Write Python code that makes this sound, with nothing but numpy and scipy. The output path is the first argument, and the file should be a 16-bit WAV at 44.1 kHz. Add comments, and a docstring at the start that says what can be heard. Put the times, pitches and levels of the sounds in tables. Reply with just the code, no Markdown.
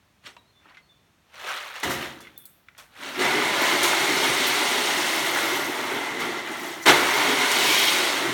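"""In a brick-walled garden, loose stones are scooped from a heap and poured down a metal chute.
A short spill, a long pour and a heavy load dumped at once each start, run and drain away. The impacts
excite the resonances of the chute: its wall rattles and its panels boom, both lower as the stream thins.
Stone clinks on stone, most where they crowd together, and friction makes the floor and wall ring.
The brickwork reflects it all, and a small bird whistles over a faint outdoor hush."""
import sys
import numpy as np
from scipy import signal
from scipy.fft import rfft, irfft
from scipy.io import wavfile
from scipy.ndimage import uniform_filter1d, map_coordinates

SR = 44100
rng = np.random.default_rng(int(sys.argv[2]) if len(sys.argv) > 2 else 0)


def transcribe(u):
    """Save the signal u as a 16-bit wav file named by the first command-line argument.

    u: samples, shape (n,) or (channels, n), limited to [-1, 1]; the rate is SR.
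    q: integer samples, one column per channel.
    """
    v = np.clip(np.atleast_2d(u).T, -1, 1)
    q = np.round(v * 32767).astype(np.int16)
    wavfile.write(sys.argv[1], SR, q)


N = 367353
TIME = np.arange(N) / SR
BINS = np.fft.rfftfreq(8192, 1 / SR)  # frequency grid of the filters, f/Hz
BAND_LIMIT_HZ = 17350

# loads running down the chute: (start t/s, clatter level/dB, rise/s, full flow/s, draining/s,
# taper exponent, boom re clatter/dB, crowded time/s, peak clink re clatter/dB)
POURS = [(1.828, -33, 0.0098, 0.098, 0.52, 3.6, -5, .25, -10),
         (2.945, -44.5, 0.11, 0.16, 0.063, 1.04, -1, 0.24, 0),
         (3.172, -24, 0.0668, 0.94, 2.874, 0.65, -9.5, 2.56, -2),
         (6.875, -22.5, 0.039, 0.45, 1.91, 0.82, -10.5, 1.61, -3)]
# clumps of stones hitting the chute: (t/s, level/dB, rise/s, hold/s, T60/s)
DUMPS = [(1.829, -25, 0.0047, 0.0095, 0.11), (3.18, -26.5, 0.016, 0.055, 0.23),
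         (3.602, -27, 0.013, 0.13, 0.68), (4.198, -26.5, 0.023, 0.072, 0.31),
         (5.331, -32, 0.0088, 0.22, 0.74), (6.191, -33.5, 0.0064, 0.083, 0.32),
         (6.626, -40, .02, 0.11, 0.51), (6.855, -14.5, 0.0084, 0.022, 0.58),
         (6.865, -14, 0.017, 0.042, 0.087)]
# heavy stones tumbling over the panels: (peak t/s, level/dB)
TUMBLES = [(3.21, -31), (3.38, -28.5), (4.13, -31), (4.72, -37), (5.69, -32), (5.95, -34), (6.14, -31.5),
           (7.3, -29), (7.59, -31), (8.3, -30.5)]
# brief chokes of the stream: (centre t/s, dip/dB, half-length/s)
STALLS = [(5.71, -1.5, 0.065), (6.144, -2, .045), (6.442, -2.5, 0.0257)]
# broad spectrum of the struck chute wall: (f/Hz, level/dB)
WALL_SPECTRUM = [(150, -31.5), (400, -18.5), (560, -2), (1000, -1), (1600, -1.5), (2250, -0.5),
                 (2500, -5.5), (3500, -5), (5000, -13), (9000, -19.5), (17000, -32)]
# resonances on that spectrum under a full stream: (f/Hz, bandwidth/Hz, lift/dB)
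WALL_MODES = [(724, 28, 3), (883, 55, 4), (1002, 104, 3), (1440, 75, 4), (2000, 91, 4), (2149, 163, 6)]
# low modes of the chute panels under a full stream: (f/Hz, bandwidth/Hz, level/dB)
PANEL_MODES = [(133.2, 39, -12.5), (198, 93, -10), (257.3, 45, -2.5), (304.2, 40, 1.5), (345.6, 38.5, 4),
               (376.4, 29.8, 7), (407.5, 33.5, 5.5), (475, 50, -2)]
# spectrum of stone clinking on stone: (f/Hz, level/dB)
CLINK_SPECTRUM = [(800, -30), (2400, -5.5), (3000, -0.5), (4000, -2.5), (6000, -7.5), (9300, -10.5),
                  (12000, -17.5), (17000, -22.5)]
# modes of the chute floor under sliding stones: (f/Hz, bandwidth/Hz, level/dB)
FLOOR_MODES = [(2237, 310, -4), (2640, 490, -1.5), (3156, 490, 2), (3732, 400, -7), (4536, 1680, -1.5)]
# sprays of fine grit: (peak t/s, level/dB, half-length/s)
SPRAYS = [(1.922, -37, .035), (5.35, -37, 0.58), (6.638, -43, 0.14), (6.838, -40.5, 0.022),
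          (7.103, -35, .17), (7.768, -28, 0.22)]
# spectrum of grit on metal: (f/Hz, level/dB)
SPRAY_SPECTRUM = [(2000, -28), (5000, 5), (9000, 0), (12000, -1), (17000, -5.5)]
# stones rubbing along the wall: (peak t/s, level/dB, half-length/s, f/Hz)
RUBS = [(5.97, -41.5, 0.28, 860), (7.724, -25, 0.029, 2315)]
# strokes through the heap and stones landing on it: (peak t/s, level/dB, rise/s, T60/s)
SCOOPS = [(1.343, -46.5, 0.008, 1.4), (1.499, -30, 0.07, 1.03), (1.757, -36.5, 0.019, 0.66),
          (1.88, -32, 0.045, 0.99), (2.035, -31.5, 0.035, 0.31), (2.79, -45, 0.014, 0.29),
          (3.04, -35.5, 0.054, 6.3), (3.17, -31.5, 0.035, 0.27)]
# light scrapes on the heap: (peak t/s, level/dB, rise/s, T60/s, grit offset/dB)
SCRAPES = [(.265, -42, 0.014, 0.21, 2), (.705, -53, 0.068, 0.35, -9)]
# spectrum of the crunching heap: (f/Hz, level/dB)
HEAP_SPECTRUM = [(100, -35), (440, -7.5), (560, -1.5), (700, -3), (1400, 2), (3500, -2), (5000, -9.5),
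                 (9000, -16.5), (17000, -25)]
# sharp chips of stone on stone: (t/s, level/dB, T60/s)
CHIPS = [(1.799, -38, .049), (1.835, -35, 0.29), (1.905, -36, 0.22), (2.205, -44.5, 0.12),
         (2.779, -47, 0.25), (3.831, -21.5, 0.29), (6.204, -35, 0.11), (7.515, -21, 0.087)]
# spectrum of a chip: (f/Hz, level/dB)
CHIP_SPECTRUM = [(1000, -16), (4000, -11), (6500, -8.5), (9500, -10.5), (17000, -20)]
# bright snaps of small hard stones meeting: (t/s, level/dB, T60/s, ring f/Hz)
SNAPS = [(2.378, -29.5, 0.015, 12650), (2.455, -35.5, 0.045, 11050), (3.620, -28, .06, 12500),
         (4.469, -25, 0.14, 12500)]
# spectrum of a snap: (f/Hz, level/dB)
SNAP_SPECTRUM = [(2000, -49), (4200, -7), (5500, -18), (8000, -20), (9500, -6), (11000, -4), (12700, -2),
                 (14500, -5), (17000, -6)]
# modes left ringing by a snap: (ratio to its ring frequency, bandwidth/Hz, level/dB)
GLINT_MODES = [(.77, 1900, 1), (1, 1700, 1), (1.37, 350, -9)]
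# knocks of single stones, and one low bump of the bucket near 0.27 s: (t/s, level/dB, f/Hz, T60/s)
KNOCKS = [(.265, -39, 2800, .12), (0.273, -50, 365, .15), (.366, -39, 950, 0.05),
          (0.366, -41.5, 2720, .045), (0.655, -46, 1250, .06), (.657, -53, 293, .12), (.708, -50, 990, .08),
          (.745, -46.5, 2240, 0.085), (.770, -41, 2060, 0.1), (1.442, -38, 604, 0.22),
          (1.507, -23.5, 1360, 0.059), (1.661, -34, 1150, .06), (1.702, -35, 1320, .07),
          (1.905, -24, 1387, 0.077), (2.201, -38, 1290, .04), (2.249, -43.5, 2150, 0.078),
          (2.270, -41, 2080, 0.062), (2.685, -38, 1970, 0.03), (2.749, -46, 1980, .027),
          (3.932, -18, 1340, 0.058), (4.248, -25, 2950, .07), (5.359, -19.5, 1432, 0.12),
          (5.442, -23, 1920, 0.07), (5.792, -24, 878, 0.083), (6.473, -26.5, 2050, 0.057),
          (7.881, -14, 3194, 0.057)]
# modes of a knocked stone: (ratio to the knock's frequency, level/dB)
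STONE_MODES = [(0.708, -2.5), (1.002, 3), (1.16, -5.5), (1.6, -11)]
# thuds of weight coming down: (t/s, level/dB, T60/s, chute ring re thump/dB)
THUDS = [(.235, -39, 0.066, -12), (1.846, -35.5, 0.69, 5), (3.238, -40, 0.58, 0), (4.282, -36.5, 0.3, 4),
         (6.215, -40, 0.34, 1), (6.891, -38.5, 0.49, 11.5)]
# modes of the whole chute on its supports: (f/Hz, level/dB)
BODY_MODES = [(75, -13), (135, -6), (273, -9), (355, -0.5), (538, -4), (727, -7.5)]
# bird notes: (t/s, length/s, start f/Hz, end f/Hz, level/dB)
BIRD_NOTES = [(0.378, 0.026, 3990, 3780, -55), (0.468, 0.052, 4240, 4150, -65),
              (0.53, .08, 3550, 3500, -63), (0.816, 0.056, 4420, 4300, -65), (.889, 0.042, 3550, 3480, -55),
              (2.21, 0.027, 3460, 3440, -49), (2.36, 0.021, 3590, 3550, -52.5),
              (2.39, 0.04, 3520, 3440, -55)]
# reverberation of the garden for a near source: (f/Hz, T60/s)
GARDEN_DECAY = [(100, 1), (1000, 0.38), (4000, 0.091), (16000, 0.64)]
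# spectrum of the outdoor hush: (f/Hz, level/dB)
AIR_SPECTRUM = [(20, -25), (66, -2.5), (210, -8), (450, -15), (1140, -15.5), (2200, -18), (5000, -23.5),
                (17000, -35.5)]
# dips of the microphone port: (f/Hz, bandwidth/Hz, gain/dB)
PORT_DIPS = [(4930, 320, -5), (7750, 1560, -2.5), (10400, 590, -6.5)]


def chute(clatter_db=0.62, clink_db=-0.26, dump_boom_db=-8.5, dump_clink_db=-6, full_db=-24):
    """Impact excitation: the stream drums on the metal, and a stronger flow lands more stones a second."""
    choke = amp(sum(db * bell(s, half) for s, db, half in STALLS))
    clatter, boom, clink = choke * power_sum(pour(*row) for row in POURS)
    tumbling = power_sum(amp(db) * swell(s, rise=0.049, t60=0.44) for s, db in TUMBLES)
    dumped = power_sum(amp(db) * burst(s, rise, hold, t60) for s, db, rise, hold, t60 in DUMPS)
    clatter = np.hypot(clatter, dumped)
    boom = power_sum([boom, tumbling, amp(dump_boom_db) * dumped])
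    clink = np.hypot(clink, amp(dump_clink_db) * dumped)
    fullness = clatter / amp(full_db)
    rate = 6500 * (fullness + .9)  # even a trickle holds many stones
    blows = impacts(rate, spread_db=1.9, cycles=14.3, tick=1)
    wall = unit_rms(colour(blows, curve(WALL_SPECTRUM) + peaks(WALL_MODES)))
    heavy_blows = impacts(.1 * rate, spread_db=3.5, cycles=2.5, tick=0.97)
    panels = resonate(heavy_blows, PANEL_MODES)  # only heavy stones shake the panels
    contacts = shaped(impacts(2 * rate, spread_db=2, cycles=14, tick=.8), CLINK_SPECTRUM)
    return (amp(clatter_db) * clatter * sag(wall, fullness, share=.07)
            + boom * sag(panels, fullness, share=.11)
            + amp(clink_db) * clink * contacts)


def pour(s, db, rise, full, draining, taper, boom_db, crowded, clink_db):
    """Granular flow starts, holds and drains, setting the gains of clatter, boom and clink."""
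    onset = ramp(TIME - s, rise)
    flow = (1 - ramp(TIME - s - full, draining)) ** taper
    boom = amp(boom_db) * flow ** 0.73  # the panels keep booming as the flow thins
    crowding = np.sin(np.pi * ramp(TIME - s, crowded))
    clink = np.hypot(amp(-12.5) * flow, amp(clink_db) * crowding)  # a thin stream still clinks
    return amp(db) * onset * np.array([flow, boom, clink])


def impacts(per_s, spread_db, cycles, tick):
    """Shot noise: each random blow is an impulse plus a damped sinusoid at the stone's own frequency."""
    chance = np.clip(per_s * np.ones(N) / SR, 1e-4, .25)  # of a blow in each sample
    luck, weight, pitch, polarity = rng.random((4, N))
    hits = np.flatnonzero(luck < chance)
    size_db = spread_db * np.minimum(-np.log(weight[hits]), 4)  # a few stones are large
    size = amp(size_db) / np.sqrt(chance[hits])  # mean power is independent of the rate
    hz = np.geomspace(500, 17000, 600)[:, None]
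    turns = hz * np.arange(900) / SR
    # high rings are brief, so they start stronger
    rings = np.sin(2 * np.pi * turns) * np.exp(-turns / cycles) * hz
    ringing, ticks = np.zeros(N + rings.shape[1]), np.zeros(N)
    ticks[hits] = size * np.where(polarity[hits] < .5, -1, 1)
    for i, k in zip(hits, (pitch[hits] * len(hz)).astype(int)):
        ringing[i:i + rings.shape[1]] += ticks[i] * rings[k]
    return unit_rms(unit_rms(ringing[:N]) + tick * unit_rms(ticks))


def sag(x, fullness, share):
    """Time dilation lowers every resonance, by up to this share, as the stream thins."""
    speed = 1 - share * (1 - np.minimum(fullness, 1))
    return map_coordinates(x, [np.cumsum(speed)], order=3, mode="mirror")


def uneven_flow(depth_db=.5, clump_s=0.055):
    """Random amplitude modulation: the stream never runs quite evenly."""
    lumps = rng.standard_normal(2000)
    return amp(depth_db * np.interp(TIME / clump_s, np.arange(len(lumps)), lumps))


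def slide(peak_s=7.79, level_db=-21.5, half_s=0.24):
    """Stick-slip friction: the last load slides as one sheet and drives the modes of the chute floor."""
    sheet = bell(peak_s, half_s)
    slips = impacts(4500 * np.sqrt(sheet), spread_db=2, cycles=9.5, tick=0.99)
    return amp(level_db) * sheet * resonate(slips, FLOOR_MODES)


def sprays():
    """Dense, light impacts of grit skittering over the metal merge into a thin sizzle."""
    sizzle = shaped(impacts(5000, spread_db=4.5, cycles=20, tick=1), SPRAY_SPECTRUM)
    return sizzle * power_sum(amp(db) * bell(s, half) for s, db, half in SPRAYS)


def rubs(width_hz=90):
    """Forced vibration: the friction noise of a passing stone drives a narrow resonance of the wall."""
    friction = rng.standard_normal(N)
    return sum(amp(db) * bell(s, half) * band(friction, hz, width_hz) for s, db, half, hz in RUBS)


def heap(scrape_db=-1, grit_db=-2):
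    """Contact noise: stones grind on each other in the heap, away from the ringing chute."""
    crunch = shaped(impacts(3400, spread_db=2.5, cycles=6, tick=.9), HEAP_SPECTRUM)
    grains = impacts(3000, spread_db=4, cycles=24, tick=1)
    treble_loss_db = 6 * np.log2(1 + BINS / 4000)  # light scrapes lose their treble on the way
    grit = unit_rms(colour(grains, curve(CLINK_SPECTRUM) - treble_loss_db))
    midrange = signal.butter(4, [550, 3000], "band", fs=SR, output="sos")
    dull_crunch = unit_rms(signal.sosfilt(midrange, crunch))
    scooping = power_sum(amp(db) * swell(s, rise, t60) for s, db, rise, t60 in SCOOPS)
    scraping, gritty = power_sum(amp([[db], [db + offset_db]]) * swell(s, rise, t60)
                                 for s, db, rise, t60, offset_db in SCRAPES)
    return scooping * crunch + amp(scrape_db) * scraping * dull_crunch + amp(grit_db) * gritty * grit


def settling():
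    """Brief contacts have broad spectra: small stones settle with bright chips and snaps."""
    chatter, out = rng.standard_normal(N), np.zeros(N)
    for hits, spectrum in (CHIPS, CHIP_SPECTRUM), (SNAPS, SNAP_SPECTRUM):
        envelope = sum(amp(db) * decay(s, t60) for s, db, t60, *_ in hits)
        out += envelope * shaped(chatter, spectrum)
    return out + glints(chatter)


def glints(chatter, ring_db=-18, t60=0.26):
    """Lightly damped modes outlast each snap as a faint, glassy ring at the stone's own pitch."""
    out = np.zeros(N)
    for s, db, _, hz in SNAPS:
        ring = sum(amp(mode_db) * band(chatter, min(ratio * hz, BAND_LIMIT_HZ), width)
                   for ratio, width, mode_db in GLINT_MODES)
        out += amp(ring_db + db) * decay(s, t60) * unit_rms(ring)
    return out


def knocks(relative_width=0.8, rasp_db=-4, ring_db=-5):
    """Free vibration: a blow rings a stone's inharmonic modes, with a rasp of crushed grit."""
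    out, t = np.zeros(N), TIME[:SR // 2]
    for s, db, hz, t60 in KNOCKS:
        ring = partials(STONE_MODES, hz * t)
        rasp = band(rng.standard_normal(len(t)), hz, relative_width * hz)
        envelope = amp(db - 60 * t / t60) * ramp(t, 1 / hz)
        add(out, s, envelope * (amp(ring_db) * ring + amp(rasp_db) * rasp))
    return out


def thuds(thump_hz=136, width_hz=115, rise_s=0.02):
    """Sudden loading: weight coming down thumps and excites the modes of the whole chute."""
    out, t = np.zeros(N), TIME[:SR]
    for s, db, t60, ring_db in THUDS:
        thump = band(rng.standard_normal(2 * SR), thump_hz, width_hz)[SR:]
        ring = partials(BODY_MODES, t)
        envelope = amp(db - 60 * t / t60) * ramp(t, rise_s)
        add(out, s, envelope * (thump + amp(ring_db) * ring))
    return out


def bird(waver=0.008):
    """Frequency modulation: each whistle is a pure tone that wavers and glides slightly down."""
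    out = np.zeros(N)
    wobble = 1 + waver * unit_rms(uniform_filter1d(rng.standard_normal(N), size=200))
    for s, length, start_hz, end_hz, db in BIRD_NOTES:
        note = slice(round(s * SR), round((s + length) * SR))
        progress = ramp(TIME[note] - s, length)
        hz = wobble[note] * (start_hz + progress * (end_hz - start_hz))
        envelope = amp(db) * np.sqrt(2 * abs(np.sin(np.pi * progress)))
        out[note] += envelope * np.sin(2 * np.pi * np.cumsum(hz) / SR)
    return out


def garden(x, wet_db, linger=1, crossfade_s=0.703, count=3, echoes_per_s=2500):
    """Reverberation: reflections off brick and paving decay at a rate that depends on frequency."""
    shape = (count, SR // 2)
    taps = rng.standard_normal(shape) * (rng.random(shape) < echoes_per_s / SR)
    taps *= TIME[:SR // 2] > .004  # no reflection arrives in the first 4 ms
    hz, t, spectra = signal.stft(taps, SR, nperseg=256)
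    t60 = linger * curve(GARDEN_DECAY, hz)[:, None]
    tails = signal.istft(spectra * amp(-60 * t / t60), SR, nperseg=256)[1]
    # three echo tails crossfade in turn, keeping the reverberation smooth and free of steady tones
    shares = [np.sqrt(2 / count) * np.sin(np.pi * (TIME / crossfade_s + k / count))
              for k in range(count)]
    echo = sum(signal.oaconvolve(x * share, tail / np.linalg.norm(tail))[:N]
               for share, tail in zip(shares, tails))
    return (x + amp(wet_db) * echo) / np.hypot(1, amp(wet_db))


def air(level_db=-63.5):
    """Stationary noise, strongest in the bass, makes the faint outdoor hush."""
    spectrum = rfft(rng.standard_normal(N)) * amp(curve(AIR_SPECTRUM, np.fft.rfftfreq(N, 1 / SR)))
    return amp(level_db) * unit_rms(irfft(spectrum, N))


def resonate(x, modes, lag_samples=97):
    """Modal superposition: the drive reaches each mode a little later than the last."""
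    return unit_rms(sum(amp(db) * band(np.roll(x, lag_samples * k), hz, width)
                        for k, (hz, width, db) in enumerate(modes)))


def partials(modes, t):
    """Sinusoids add in random phase; t is in seconds for modes in Hz, in cycles for ratios."""
    return unit_rms(sum(amp(db) * np.sin(2 * np.pi * (f * t + rng.random())) for f, db in modes))


def band(x, hz, width):
    """Two equal resonators in cascade give one steep peak."""
    b, a = signal.iirpeak(hz, hz / width, SR)
    return unit_rms(signal.lfilter(b, a, signal.lfilter(b, a, x)))


def colour(x, db):
    """A minimum-phase filter is causal: it rings after a hit, never before."""
    log_gain = np.log(amp(np.r_[db, db[-2:0:-1]]))
    taps = irfft(np.exp(np.conj(signal.hilbert(log_gain)))[:len(db)])
    return signal.oaconvolve(x, taps / np.linalg.norm(taps))[:N]


def shaped(x, spectrum):
    """Source and filter: x takes on a tabulated spectrum, at unit power."""
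    return unit_rms(colour(x, curve(spectrum)))


def curve(points, hz=BINS):
    """Interpolation on a logarithmic frequency axis."""
    f, value = np.transpose(points)
    return np.interp(np.log(hz + 1), np.log(f), value)


def peaks(rows):
    """Resonance-shaped peaks or dips, summed in dB."""
    return sum(db / (1 + (2 * (BINS - hz) / width) ** 2) for hz, width, db in rows)


def ramp(t, length):
    """Linear rise from 0 to 1 over the given length."""
    return np.clip(t / length, 0, 1)


def decay(s, t60):
    """Exponential damping from time s: 60 dB in t60."""
    out = np.zeros(N)
    during = slice(round(s * SR), round((s + 2 * t60) * SR))
    out[during] = amp(-60 * (TIME[during] - s) / t60)
    return out


def burst(s, rise, hold, t60):
    """An envelope rises from s, holds until s + hold, then decays."""
    return ramp(TIME - s, rise) * np.where(TIME < s + hold, 1, decay(s + hold, t60))


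def swell(s, rise, t60):
    """A stroke gathers speed up to s, then decays."""
    approach = np.exp(-np.minimum(abs((TIME - s) / rise), 20) ** 1.27)
    return np.where(TIME < s, approach, decay(s, t60))


def bell(s, half):
    """A smooth envelope peaks at s and is down to 1/e a half-length to either side."""
    return np.exp(-np.minimum(((TIME - s) / half) ** 2, 40))


def power_sum(gains):
    """Incoherent sounds add in power."""
    return np.sqrt(sum(gain ** 2 for gain in gains))


def add(mix, s, sound):
    """Superposes a sound on the mix at time s."""
    part = mix[round(s * SR):][:len(sound)]
    part += sound[:len(part)]


def amp(db):
    """Level in dB to amplitude ratio."""
    return 10 ** (np.asarray(db) / 20)


def unit_rms(x):
    """Normalisation to unit mean power."""
    return x / np.sqrt(np.mean(x ** 2) + 1e-20)


def scene():
    """Direct and reflected sound: the near stones are mostly direct, while the far bird lingers."""
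    stones = chute() + slide() + sprays() + rubs() + heap() + settling() + knocks() + thuds()
    background = garden(bird(), wet_db=2.5, linger=6) + air()
    return (garden(stones * uneven_flow(), wet_db=-8) + background)[None]


def record(dry, low_cut_hz=48, ceiling=.85):
    """Transduction: microphone colour and bass cut, soft saturation of peaks, then the band limit."""
    heard = unit_rms(colour(dry[0], peaks(PORT_DIPS))) * dry.std()
    heard = signal.sosfilt(signal.butter(2, low_cut_hz, "high", fs=SR, output="sos"), heard)
    heard = heard / (1 + (heard / ceiling) ** 6) ** (1 / 6)
    low_pass = signal.firwin(511, BAND_LIMIT_HZ, window=("kaiser", 9), fs=SR)
    return signal.oaconvolve(heard, low_pass, "same")[None]


dry = scene()
out = record(dry)
transcribe(out)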